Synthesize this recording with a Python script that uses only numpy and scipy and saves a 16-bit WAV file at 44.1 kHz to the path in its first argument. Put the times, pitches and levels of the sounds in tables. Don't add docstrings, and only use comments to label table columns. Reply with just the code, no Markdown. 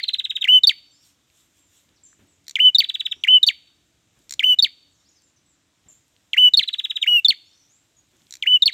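import sys
import numpy as np
from scipy import signal
from scipy.io import wavfile
from scipy.ndimage import uniform_filter1d

SR = 44100
rng = np.random.default_rng(int(sys.argv[2]) if len(sys.argv) > 2 else 0)


def master(y):
    cut = np.clip(np.atleast_2d(y).T, -1, 1)
    pcm = np.round(cut * 32767)
    wavfile.write(sys.argv[1], SR, pcm.astype(np.int16))


def elevation(decibels):
    levels = np.asarray(decibels, float)
    return 10 ** (levels / 20)


N = 384993
LEAD_S = .1


def songbird():
    # multiple, level/dB
    overtones = [
        [(2, -37.5), (3, -33.5), (4, -45.5), (5, -52), (6, -45.5)],
        [(2, -36.5), (3, -38.5), (4, -49.5)],
        [(2, -35.5), (3, -34.5), (4, -44), (5, -48.5), (6, -50)],
        [(.5, -43), (2, -36), (3, -43.5), (4, -36.5), (5, -42)],
    ]
    # f/Hz, level/dB
    rasp_colour = [(300, -40), (1200, -19), (2500, -4.5), (4500, -3), (8000, -7), (10300, -22),
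                   (13500, -11.5), (16000, -22.5)]
    # f/Hz, level/dB
    puff_colour = [(25, -25), (50, -7.5), (90, 5), (250, -2), (500, -8), (900, -13), (1400, -35)]
    drop_push_db = [-1.5, -2.5, 2, -4, 1.5, -0.5, -1, -2.5]
    hoarse_drop, crack = 3, [(1.5, -34)]
    out = np.zeros(N + round(LEAD_S * SR))
    rasp, puff = hiss(rasp_colour, 1.0), hiss(puff_colour, 2.5, size=1024)
    wall = far_wall()
    kinds = [("fall", falls(), -31.0, -56.5), ("pip", pips(), -49.5, -53.0),
             ("drop", drops(), -34.5, -37.5), ("trill", trills(), -35.5, -64.0)]
    for (kind, notes, rasp_db, puff_db), partials in zip(kinds, overtones):
        for k, rows in enumerate(notes):
            is_drop = kind == "drop"
            push_db = puff_db + (drop_push_db[k] if is_drop else 0)
            extra = crack if is_drop and k == hoarse_drop else []
            breath = elevation(rasp_db) * rasp + elevation(push_db) * puff
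            s, sound = sing(rows, list(partials) + extra, 0, breath)
            if kind == "trill":
                add(out, s + LEAD_S, twin(s, sound, wall))
            add(out, s + LEAD_S, sound)
    climbs, held = whistles(rasp)
    return out + climbs, held


def falls():
    # time from onset/ms, f/Hz, level/dB
    fall_shape = [(-.5, 4600, -37.5), (0.7, 3705, -8), (3, 3050, 3.5), (4, 2900, -6), (6.5, 2500, -12),
                  (13.5, 2200, -7.5), (16, 2069, -10.5), (22.5, 1950, -25), (23.5, 2300, -37.5)]
    # t/s, level/dB, f/Hz early in the note, length factor
    fall_notes = [
        (0.441, -13, 3057, 0.93),
        (2.5547, -12.5, 3144, 0.93),
        (3.2368, -13, 3066, 0.9),
        (4.393, -12, 3150, 0.97),
        (6.332, -13, 3010, 0.89),
        (8.424, -16, 3117, 0.98),
    ]
    # t/s, f/Hz, level/dB
    link = [(7.013, 3470, -48.5), (7.018, 3750, -25.5), (7.0265, 3740, -19.5), (7.0285, 3390, -11.5),
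            (7.0305, 3040, -11.5), (7.035, 2460, -29), (7.04, 2270, -23.5), (7.045, 2203, -21.5),
            (7.0475, 2110, -46)]
    return [placed(fall_shape, 3120, *row) for row in fall_notes] + [link]


def pips():
    # time from onset/ms, f/Hz, level/dB
    pip_shape = [(-0.5, 5300, -26), (1.54, 3950, -4.5), (3, 3850, -1.5), (6.5, 3760, 1.5), (9, 3690, -1.5),
                 (13.5, 3640, -1.8), (17.5, 3570, -5.5), (18, 3520, -12.5), (20.5, 3480, -36.5)]
    # t/s, level/dB, f/Hz, length factor
    pip_notes = [
        (-0.067, -10.5, 3720, 1.001),
        (0.6343, -7, 3708, 0.98),
        (2.7466, -7.5, 3737, 0.96),
        (3.429, -6.5, 3730, 0.81),
        (4.5871, -8.5, 3720, 0.92),
        (6.5359, -7.5, 3743, 0.89),
        (7.2463, -7.5, 3594, 1.06),
        (8.621, -7.5, 3712, 0.89),
    ]
    return [placed(pip_shape, 3720, *row) for row in pip_notes]


def drops():
    # time from onset/ms, f/Hz, level/dB
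    ledge = [(-1.16, 5400, -30), (1, 4750, -9.5), (1.34, 4610, 0.54), (4.5, 4490, -2.74),
             (10.5, 4455, -0.04), (15, 4440, -2.5)]
    # time from its loudest point/ms, f/Hz, level/dB
    slide = [(-7, 4420, -8.5), (-3, 4120, -7.5), (-0.47, 3600, 0), (3, 3000, -3), (5.5, 2680, -13.5),
             (9.5, 2420, -19.5), (14, 2280, -16.5), (19.5, 2080, -18.5), (27.5, 1550, -40)]
    # t/s, level/dB, f/Hz, onset to slide/ms, opening held back by/dB
    drop_notes = [
        (-.038, -10, 4511, 20.5, 0.5),
        (.671, -7.5, 4476, 23.4, -4),
        (2.7838, -9, 4474, 20.8, -2.24),
        (3.466, -7, 4495, 21.5, 16),
        (4.6237, -11.5, 4490, 22.9, -3.5),
        (6.5722, -10.5, 4380, 23.0, -4),
        (7.2833, -11.5, 4395, 23.1, -5),
        (8.657, -11, 4390, 21.9, -1.5),
    ]
    # pitch change/Hz, level change/dB
    ledge_ends = [(0, -0.3), (151.5, -2), (80, -0.5), (37, -2), (-74, 3.9), (-150, 5), (-76.5, 5),
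                  (-12, 1.5)]
    notes = []
    for (s, db, hz, slide_ms, held_db), (end_hz, end_db) in zip(drop_notes, ledge_ends):
        rows = np.array(list(ledge) + [(ms + slide_ms, f, level) for ms, f, level in slide])
        bend = np.exp(-((rows[:, 0] - slide_ms + 5) / 5) ** 2)
        bent = rows + np.outer(bend, [0, end_hz, end_db])
        notes.append(placed(bent, 4460, s, db, hz, 1, held_db))
    return notes


def trills():
    # time from onset/ms, f/Hz, level/dB
    trill_shape = [(-4.5, 3600, -36), (-1.36, 3820, -12), (5.5, 3940, -5), (8, 3780, -2.5), (9, 3580, -1),
                   (12, 3300, -4), (13.5, 2900, -7.5), (16, 2250, -22.5), (23, 1350, -35)]
    # t/s, level/dB, f/Hz, length factor
    trill_notes = [(0.0325, -17.5, 4224, 0.76), (0.083, -14.5, 4087, 0.77), (0.135, -15, 4080, 0.86),
                   (0.1877, -17.5, 3940, 1.06), (0.2438, -19, 3960, 1.02), (0.2989, -19, 3846, 1.04),
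                   (0.3568, -18.5, 3820, 1.02), (0.4137, -17, 3770, 1.03), (2.838, -17.5, 3960, 0.75),
                   (2.8903, -16.5, 3950, 0.87), (2.9438, -18.5, 3850, 0.98), (2.9986, -18, 3910, 0.98),
                   (3.0556, -16.5, 3840, 0.93), (3.115, -17, 3764, 0.85), (6.626, -17.5, 4040, 0.91),
                   (6.6785, -17, 3986, 0.95), (6.732, -17.5, 3944, 0.92), (6.7866, -18, 3883, 1.02),
                   (6.8423, -17.5, 3860, 1), (6.9004, -18.5, 3856, 0.98), (6.9594, -17.5, 3844, 1.0),
                   (8.7265, -22.5, 3989, 0.91)]
    trill_held_db = [-3, -3, -2.5, -1, -1.5, -1.5, -1.5, -1, 0.26, 0, 0.4, 0, 0.2, -0.3, 1.5, 0.5, 0.5,
                     -0.5, -0.5, -1.2, -0.2, -0.3]
    return [placed(trill_shape, 3900, *row, held_db) for row, held_db in zip(trill_notes, trill_held_db)]


def twin(s, sound, wall):
    twin_ms = [1.9, 2.6, 2.9]
    twin_db = [-3.5, -6, -6.5]
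    answer_db = [-14.5, -20.5, -19]
    run = int(s > 1) + int(s > 5)
    ms = np.arange(len(sound)) / SR * 1000
    entry = np.clip((ms - 11) / 3 + .5, 0, 1)
    out = elevation(answer_db[run]) * np.convolve(sound, wall)
    add(out, twin_ms[run] / 1000, elevation(twin_db[run]) * sound * entry)
    return out


def far_wall():
    delay_ms, spread_ms = 16, 5.5
    ms = np.arange(1800) / SR * 1000
    sign, chance = rng.standard_normal((2, 1800))
    taps = sign * (chance > 1.6) * np.exp(-((ms - delay_ms) / spread_ms) ** 2 / 2)
    return taps / np.linalg.norm(taps)


def whistles(rasp):
    # time from its top/ms, f/Hz, level/dB
    rise_shape = [(-21.5, 1400, -38.5), (-17.5, 1720, -21.5), (-14, 2050, -14), (-11, 2300, -10.5),
                  (-7.5, 2800, -13), (-5.5, 2730, -6.5), (-2.5, 2840, -1), (0, 2920, 2)]
    # t/s, f/Hz, level/dB
    holds = [
        [(0.494, 2960, -10), (0.5029, 2955, -9.5), (0.5137, 3000, -12.5), (0.5285, 3038, -9.5),
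         (0.5452, 3046, -7), (0.5609, 3033, -6), (0.5747, 3003, -9.5), (0.5846, 2954, -13),
         (0.5895, 3020, -18.5)],
        [(2.607, 2988, -10.5), (2.6156, 3023, -14.5), (2.6262, 3053, -14), (2.6405, 2995, -12.5),
         (2.6568, 3017, -6), (2.6721, 3021, -6.5), (2.6855, 2980, -7.5), (2.6951, 2923, -16.5),
         (2.6999, 2976, -20)],
        [(3.29, 2985, -9), (3.2986, 2985, -13), (3.309, 3050, -10.5), (3.3233, 3020, -11.5), (3.3395, 3049, -6),
         (3.3548, 3028, -6), (3.3681, 2983, -7), (3.3776, 2925, -14), (3.3824, 2920, -16)],
        [(4.446, 3000, -9.5), (4.455, 3035, -21), (4.466, 3025, -13.5), (4.481, 3000, -15.5),
         (4.498, 3031, -11), (4.514, 2990, -11.5), (4.528, 2960, -11.5), (4.5379, 2900, -17.5),
         (4.5429, 2938, -16.5)],
        [(6.385, 2933, -9), (6.3946, 3010, -11), (6.4064, 3031, -12.5), (6.4224, 2973, -11),
         (6.4406, 2998, -6.5), (6.4576, 2990, -6), (6.4726, 2934, -9.5), (6.4833, 2957, -10),
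         (6.4886, 2915, -17.5)],
        [(7.083, 2930, -13), (7.0936, 2941, -14), (7.1066, 2916, -17.5), (7.1244, 2915, -12.5),
         (7.1445, 2893, -12.5), (7.1634, 2887, -11), (7.1799, 2750, -15.5), (7.1917, 2748, -18),
         (7.1976, 2680, -19.5)],
        [(8.479, 2960, -11.5), (8.4877, 2995, -17), (8.4983, 2980, -15.5), (8.5128, 2997, -13.5),
         (8.5292, 2980, -11), (8.5446, 3012, -8.5), (8.5582, 2993, -9), (8.5678, 2910, -16.5),
         (8.5726, 2856, -18)],
    ]
    bright = [-5.5, -9, -13.5, -1, -4, -0.5, -8]
    rise_lead_ms = [3, 1.8, 1.6, 1.7, 1.8, 3.5, 1.8]
    # multiple, level/dB
    half_tones = [(2, -39), (3, -41), (4, -44), (5, -35), (.5, -54.5), (1.5, -42), (2.5, -54.5),
                  (3.5, -58.5), (4.5, -49.5)]
    climbs, held = np.zeros((2, N + round(LEAD_S * SR)))
    for hold, bright_db, lead_ms in zip(holds, bright, rise_lead_ms):
        s, hz, db = hold[0]
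        release = np.add(hold[-1], [.006, 0, -22.5])
        rise = placed(rise_shape, 2960, s - lead_ms / 1000, db, hz, 0.94).tolist()
        rows = rise + list(hold) + [release]
        s, sound = sing(rows, half_tones, bright_db, elevation(-61.5) * rasp, soft=.45)
        s, climb = sing(rows[:len(rise_shape) - 1], airflow=rasp)
        add(climbs, s + LEAD_S, elevation(-24.0) * climb * np.linspace(1, .15, len(climb)))
        add(held, s + LEAD_S, sound)
    return climbs, held


def placed(shape, own_hz, s, db, hz, length, held_db=0):
    ms, shape_hz, level = np.transpose(shape)
    held = held_db * np.clip(1 - ms / 12, 0, 1)
    return np.transpose([s + length * ms / 1000, shape_hz * hz / own_hz, db + level - held])


def sing(rows, partials=(), bright_db=0, airflow=(0,), soft=0.41):
    # f/Hz, level/dB
    shine = [(1000, -0.5), (5000, -3), (7500, 7.5), (9000, 1.5), (10300, -11.5), (12000, -8.5),
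             (13500, 6.5), (15500, -2), (17000, -29.5)]
    s, hz, db = np.transpose(rows)
    t = np.arange(s[0], s[-1], 1 / SR)
    hz, db = (uniform_filter1d(np.interp(t, s, c), size=40, mode="nearest") for c in (hz, db))
    turn = 2 * np.pi * (np.cumsum(hz) / SR + rng.random())
    over = 0
    for k, partial_db in partials:
        waver_db = 2.0 * evened(uniform_filter1d(rng.standard_normal(len(t)), size=200))
        over = over + elevation(partial_db + read(shine, k * hz) + waver_db) * np.sin(k * turn)
    noise = np.take(airflow, np.round(t * SR).astype(int) % len(airflow))
    glide = uniform_filter1d(abs(np.gradient(np.log(hz))) * SR, size=200)
    noise = noise * (1 + 0.015 * glide)
    over = over / (1 + 0.012 * glide)
    tone = np.sqrt(2) * (np.sin(turn) + elevation(bright_db + soft * (db.max() - db)) * over) + noise
    return s[0], elevation(db) * tone * signal.windows.tukey(len(t), min(110 / len(t), 1))


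def bill_snaps():
    # t/s, peak level/dB
    snaps = [(2.4661, -38), (2.4797, -23), (2.4937, -25.5), (2.5082, -26.5), (4.2928, -27.5),
             (4.3071, -17.5), (4.3221, -19), (4.3361, -21.5), (8.3067, -27), (8.3228, -24.5),
             (8.337, -23.5), (8.3519, -26.5), (8.3674, -36)]
    # f/Hz, width/Hz, level/dB
    bill = [(2300, 1300, -8.5), (4100, 1400, 0.5), (5600, 1100, 0.5), (7000, 820, 2.5), (13530, 900, -15)]
    return elevation(1.0) * clicks([(s, db, bill) for s, db in snaps], 1.5, 0.0021)


def cage_ticks():
    # t/s, peak level/dB, colour f/Hz
    tick_rows = [(1.2994, -48.5, 3080), (1.8894, -49.5, 3630), (1.908, -57.5, 10780), (2.1246, -51.5, 7340),
                 (2.128, -48, 1495), (2.9415, -34, 6100), (2.271, -53.5, 11870), (2.4424, -49, 6560),
                 (.675, -19, 9016), (3.4297, -21.5, 8870), (3.4642, -21, 5980), (3.4655, -26, 6480),
                 (6.5695, -26, 9000), (7.985, -56, 6030), (4.1494, -58, 6870), (4.1894, -44.5, 7330),
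                 (4.2193, -51, 3610), (5.2194, -46.5, 7360), (5.8394, -55, 2940), (6.0798, -48, 7930),
                 (6.1632, -44.5, 3358), (7.72, -51, 6770), (8.1094, -57.5, 3394), (8.1398, -63.5, 7300),
                 (8.1664, -46, 7035), (8.198, -55.5, 3750), (8.2177, -46.5, 3560), (8.2672, -42, 3990)]
    return clicks([(s, db, [(hz, 0.71 * hz, 0)]) for s, db, hz in tick_rows], 0.89, .0015)


def clicks(rows, rattle, rattle_s):
    out, t = np.zeros(N), np.arange(700) / SR
    for s, peak_db, modes in rows:
        burst = rng.standard_normal(700) * rattle * np.exp(-t / rattle_s) + 10 * (t == 0)
        snap = sum(elevation(db) * ring(burst, hz, width) for hz, width, db in modes)
        add(out, s + 0.0016, elevation(peak_db) * snap / abs(snap).max())
    return out


def ring(x, hz, width):
    b, a = signal.iirpeak(min(hz, .4 * SR), max(hz / width, .8), SR)
    return signal.lfilter(b, a, signal.lfilter(b, a, x))


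def hops():
    # t/s, peak level/dB
    landings = [
        (1.883, -56),
        (2.191, -47.5),
        (3.16, -55),
        (4.161, -55),
        (5.859, -54.5),
        (8.129, -55.5),
        (8.2, -59.5),
    ]
    # f/Hz, level/dB
    perch = [(90, 3), (300, 0), (700, -13.5), (1500, -13.5), (3500, -15), (5000, -41.5)]
    out, t = np.zeros(N), np.arange(8000) / SR
    wood = hiss(perch, 3.0, size=1024)
    thud = (1 - np.exp(-t / 0.002)) * np.exp(-t / 0.053)
    for s, db in landings:
        add(out, s, elevation(db - 5.5) * wood[round(s * SR):][:8000] * thud)
    return out


def yard(x):
    # delay/ms, level/dB
    echoes = [
        (2.9, -24),
        (5.2, -23),
        (7.7, -25.5),
        (11.5, -29.5),
        (16.3, -30.5),
        (23, -39),
    ]
    space = elevation(-24.0) * tail(4.8, 0.63)
    space[0] = 1
    for ms, db in echoes:
        space[round(ms * SR / 1000)] += elevation(db)
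    stir = uniform_filter1d(uniform_filter1d(rng.standard_normal(len(x)), size=300), size=300)
    shimmer = 1 + .2 * evened(stir)
    slow = signal.fftconvolve(x, tail(30.0, 2.3))[:len(x)]
    return signal.fftconvolve(x, space)[:len(x)] + elevation(-35.0) * shimmer * slow


def tail(start_ms, slower):
    # f/Hz, level/dB
    walls = [(1500, -4.5), (2500, 3), (3000, -1), (3600, -4), (4500, -4), (6000, -3.5), (14000, -3)]
    # f/Hz, t60/s
    decay = [(500, .2), (2000, 0.24), (3500, 0.31), (5000, 0.29), (8000, 0.23), (14000, 0.32)]
    taps, at = np.zeros(SR), np.arange(0, SR - 20, 20)
    taps[at + rng.integers(0, 20, len(at))] = rng.choice([-1., 1.], len(at))
    taps *= np.clip(np.arange(SR) / SR * 1000 / start_ms - 1, 0, 1)
    hz, t, z = signal.stft(taps, SR, nperseg=256)
    fade_db = 60 * t / (slower * read(decay, hz))[:, None]
    out = signal.istft(z * elevation(read(walls, hz)[:, None] - fade_db), SR, nperseg=256)[1]
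    return out / np.linalg.norm(out)


def far_birds():
    # t/s, length/s, from f/Hz, to f/Hz, level/dB
    hooks = [(.91, 0.048, 7470, 6900, -61), (1.0, 0.112, 5600, 5480, -69), (1.58, 0.098, 7540, 6900, -65.5),
             (2.035, 0.032, 7470, 6801, -48), (2.06, 0.037, 6157, 5840, -61.5),
             (2.09, 0.056, 7780, 6600, -63), (2.28, 0.064, 7790, 6541, -64),
             (5.088, 0.012, 6820, 6680, -55.5), (5.12, 0.062, 6220, 6100, -66.5),
             (5.23, 0.052, 7400, 6656, -64), (5.36, 0.021, 6280, 4525, -62), (5.46, 0.073, 7760, 6819, -64),
             (5.885, 0.027, 7370, 6560, -48), (7.575, .06, 6120, 4895, -63),
             (7.966, .02, 6750, 6510, -58.5)]
    # t/s, length/s, from f/Hz, to f/Hz, level/dB
    glides = [(.85, .09, 4950, 6300, -71), (.93, 0.085, 4800, 5600, -63.5), (1.96, .03, 6270, 3400, -64.5),
              (2.05, .03, 5905, 2800, -73), (3.04, 0.19, 4860, 6020, -65), (4.915, 0.06, 8255, 5225, -68.5),
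              (5.0, .05, 3537, 4183, -72.5), (5.05, 0.048, 4190, 6010, -65),
              (7.45, 0.079, 4820, 6150, -68.5), (7.45, .06, 6340, 7530, -69),
              (7.53, 0.035, 4900, 6030, -61), (7.62, 0.061, 5600, 6050, -65),
              (7.69, 0.093, 6050, 7850, -62.5), (4.97, 0.052, 6500, 7500, -71),
              (4.99, 0.052, 5200, 5970, -72), (5.148, 0.054, 5930, 4300, -65),
              (1.025, .035, 5250, 3980, -64), (5.1, .012, 6000, 4800, -63.5), (7.75, .1, 7310, 7500, -70)]
    out, u = np.zeros(N), np.linspace(0, 1, num=12)
    arch_db = np.interp(u, [0, .3, 1], [0, 0, -4])
    for rows, bend in ((hooks, 2.9), (glides, .7)):
        for s, length, from_hz, to_hz, db in rows:
            pitch = from_hz + (to_hz - from_hz) * u ** bend
            add(out, *sing(np.transpose([s + length * u, pitch, db + arch_db])))
    flicker = evened(uniform_filter1d(rng.standard_normal(N), size=150) + 0.3)
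    out = 0.76 * out * flicker
    return out + elevation(1.0) * signal.fftconvolve(out, tail(2.6, 1.3))[:N]


def rustling():
    # t/s, spread/s, level change/dB
    stirs = [(1.07, 0.07, 17), (1.39, 0.095, 15.5), (1.58, .045, 13), (1.77, .09, 17), (2.22, 0.055, 6.5),
             (2.601, 0.306, 2), (4.22, 0.065, 9), (5.55, 0.23, -12), (5.92, 0.065, 9.5), (6.902, 1, 6),
             (8.318, 0.19, 10)]
    # f/Hz, level/dB per Hz
    rustle_colour = [(530, -42), (900, -14.5), (1150, -17), (3550, -1), (4570, -12), (7340, 2),
                     (10300, -14.5), (13300, -7.5), (16400, -26)]
    return along(-77.5, stirs) * hiss(rustle_colour, 2.2)


def street():
    # t/s, spread/s, level change/dB
    traffic = [
        (1.4, 0.86, 0.1),
        (2.328, 0.19, 3.5),
        (4.0, 0.314, 2.5),
        (4.42, 0.153, 6),
        (5.901, 0.44, -0.5),
        (6.948, 0.34, -7),
    ]
    # f/Hz, level/dB per Hz
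    street_colour = [(15, -48.5), (25, -19), (52, 0), (91, 1.5), (253, -7.5), (283, -2.5), (334, -7),
                     (358, -11.5), (700, -15.5), (910, -44), (1540, -120)]
    return along(-70.5, traffic) * hiss(street_colour, 1.5, size=2048)


def open_air():
    # f/Hz, level/dB per Hz
    air_colour = [(320, -33), (550, -6), (752, -6), (2620, -5), (3680, -3.5), (3950, -3.5), (4250, -8.5),
                  (7280, -5.5), (10800, -22.5), (14000, -22.5), (16400, -33.5)]
    return elevation(-69) * hiss(air_colour, 0.9)


def hum():
    # f/Hz, level/dB
    motor_lines = [
        (285, -80),
        (338, -80.5),
    ]
    out, t = np.zeros(N), np.arange(N) / SR
    for hz, db in motor_lines:
        waver_db = 1.9 * evened(uniform_filter1d(rng.standard_normal(N), size=6000))
        out += elevation(db + waver_db) * np.sin(2 * np.pi * hz * t)
    return out


def along(bed_db, swells):
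    t = np.arange(N) / SR
    return elevation(bed_db + sum(db * np.exp(-((t - s) / spread) ** 2) for s, spread, db in swells))


def hiss(points, patchy_db, size=512):
    a, b, patches = rng.standard_normal((4 * (N + SR) // size, size // 2 + 1, 3)).T
    patches = uniform_filter1d(patches, size=6, axis=0)
    patches = evened(uniform_filter1d(patches, size=10240 // size, axis=1))
    colour_db = read(points, np.fft.rfftfreq(size, 1 / SR))[:, None]
    z = (a + 1j * b) * elevation(colour_db + patchy_db * patches)
    return evened(signal.istft(z, nperseg=size, noverlap=3 * size // 4)[1][:N])


def evened(x):
    return x / np.sqrt(np.mean(x ** 2) + 1e-20)


def read(points, hz):
    f, value = np.transpose(points)
    return np.interp(np.log(hz + 1), np.log(f + 1), value)


def add(mix, s, sound):
    part = mix[round(s * SR):][:len(sound)]
    part += sound[:len(part)]


def scene():
    near, held = songbird()
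    add(near, LEAD_S, bill_snaps() + cage_ticks())
    background = street() + open_air() + hum()
    aimed = .65
    bird = yard(near + (1 - aimed) * held) + aimed * held
    return (bird[-N:] + hops() + far_birds() + rustling() + background)[None]


def top_cut(x):
    return signal.sosfilt(signal.butter(12, 16500, fs=SR, output="sos"), x)


def record(dry):
    shrill = signal.sosfilt(signal.butter(4, 4000, "highpass", fs=SR, output="sos"), dry)
    thump_band = signal.butter(1, [60, 500], "bandpass", fs=SR, output="sos")
    thump = signal.sosfilt(thump_band, uniform_filter1d(shrill ** 2, size=30))
    bass_cut = signal.butter(2, 60, "highpass", fs=SR, output="sos")
    cut = signal.sosfilt(bass_cut, dry + elevation(-20.5) * thump)
    swing = np.pi / 2 * uniform_filter1d(uniform_filter1d(abs(cut), size=44), size=44)
    limited = cut / (1 + (swing / .7) ** 6) ** (1 / 6)
    mix = signal.oaconvolve(limited, signal.firwin(301, 16200, fs=SR)[None], "same")
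    return top_cut(mix)


dry = scene()
out = record(dry)
master(out)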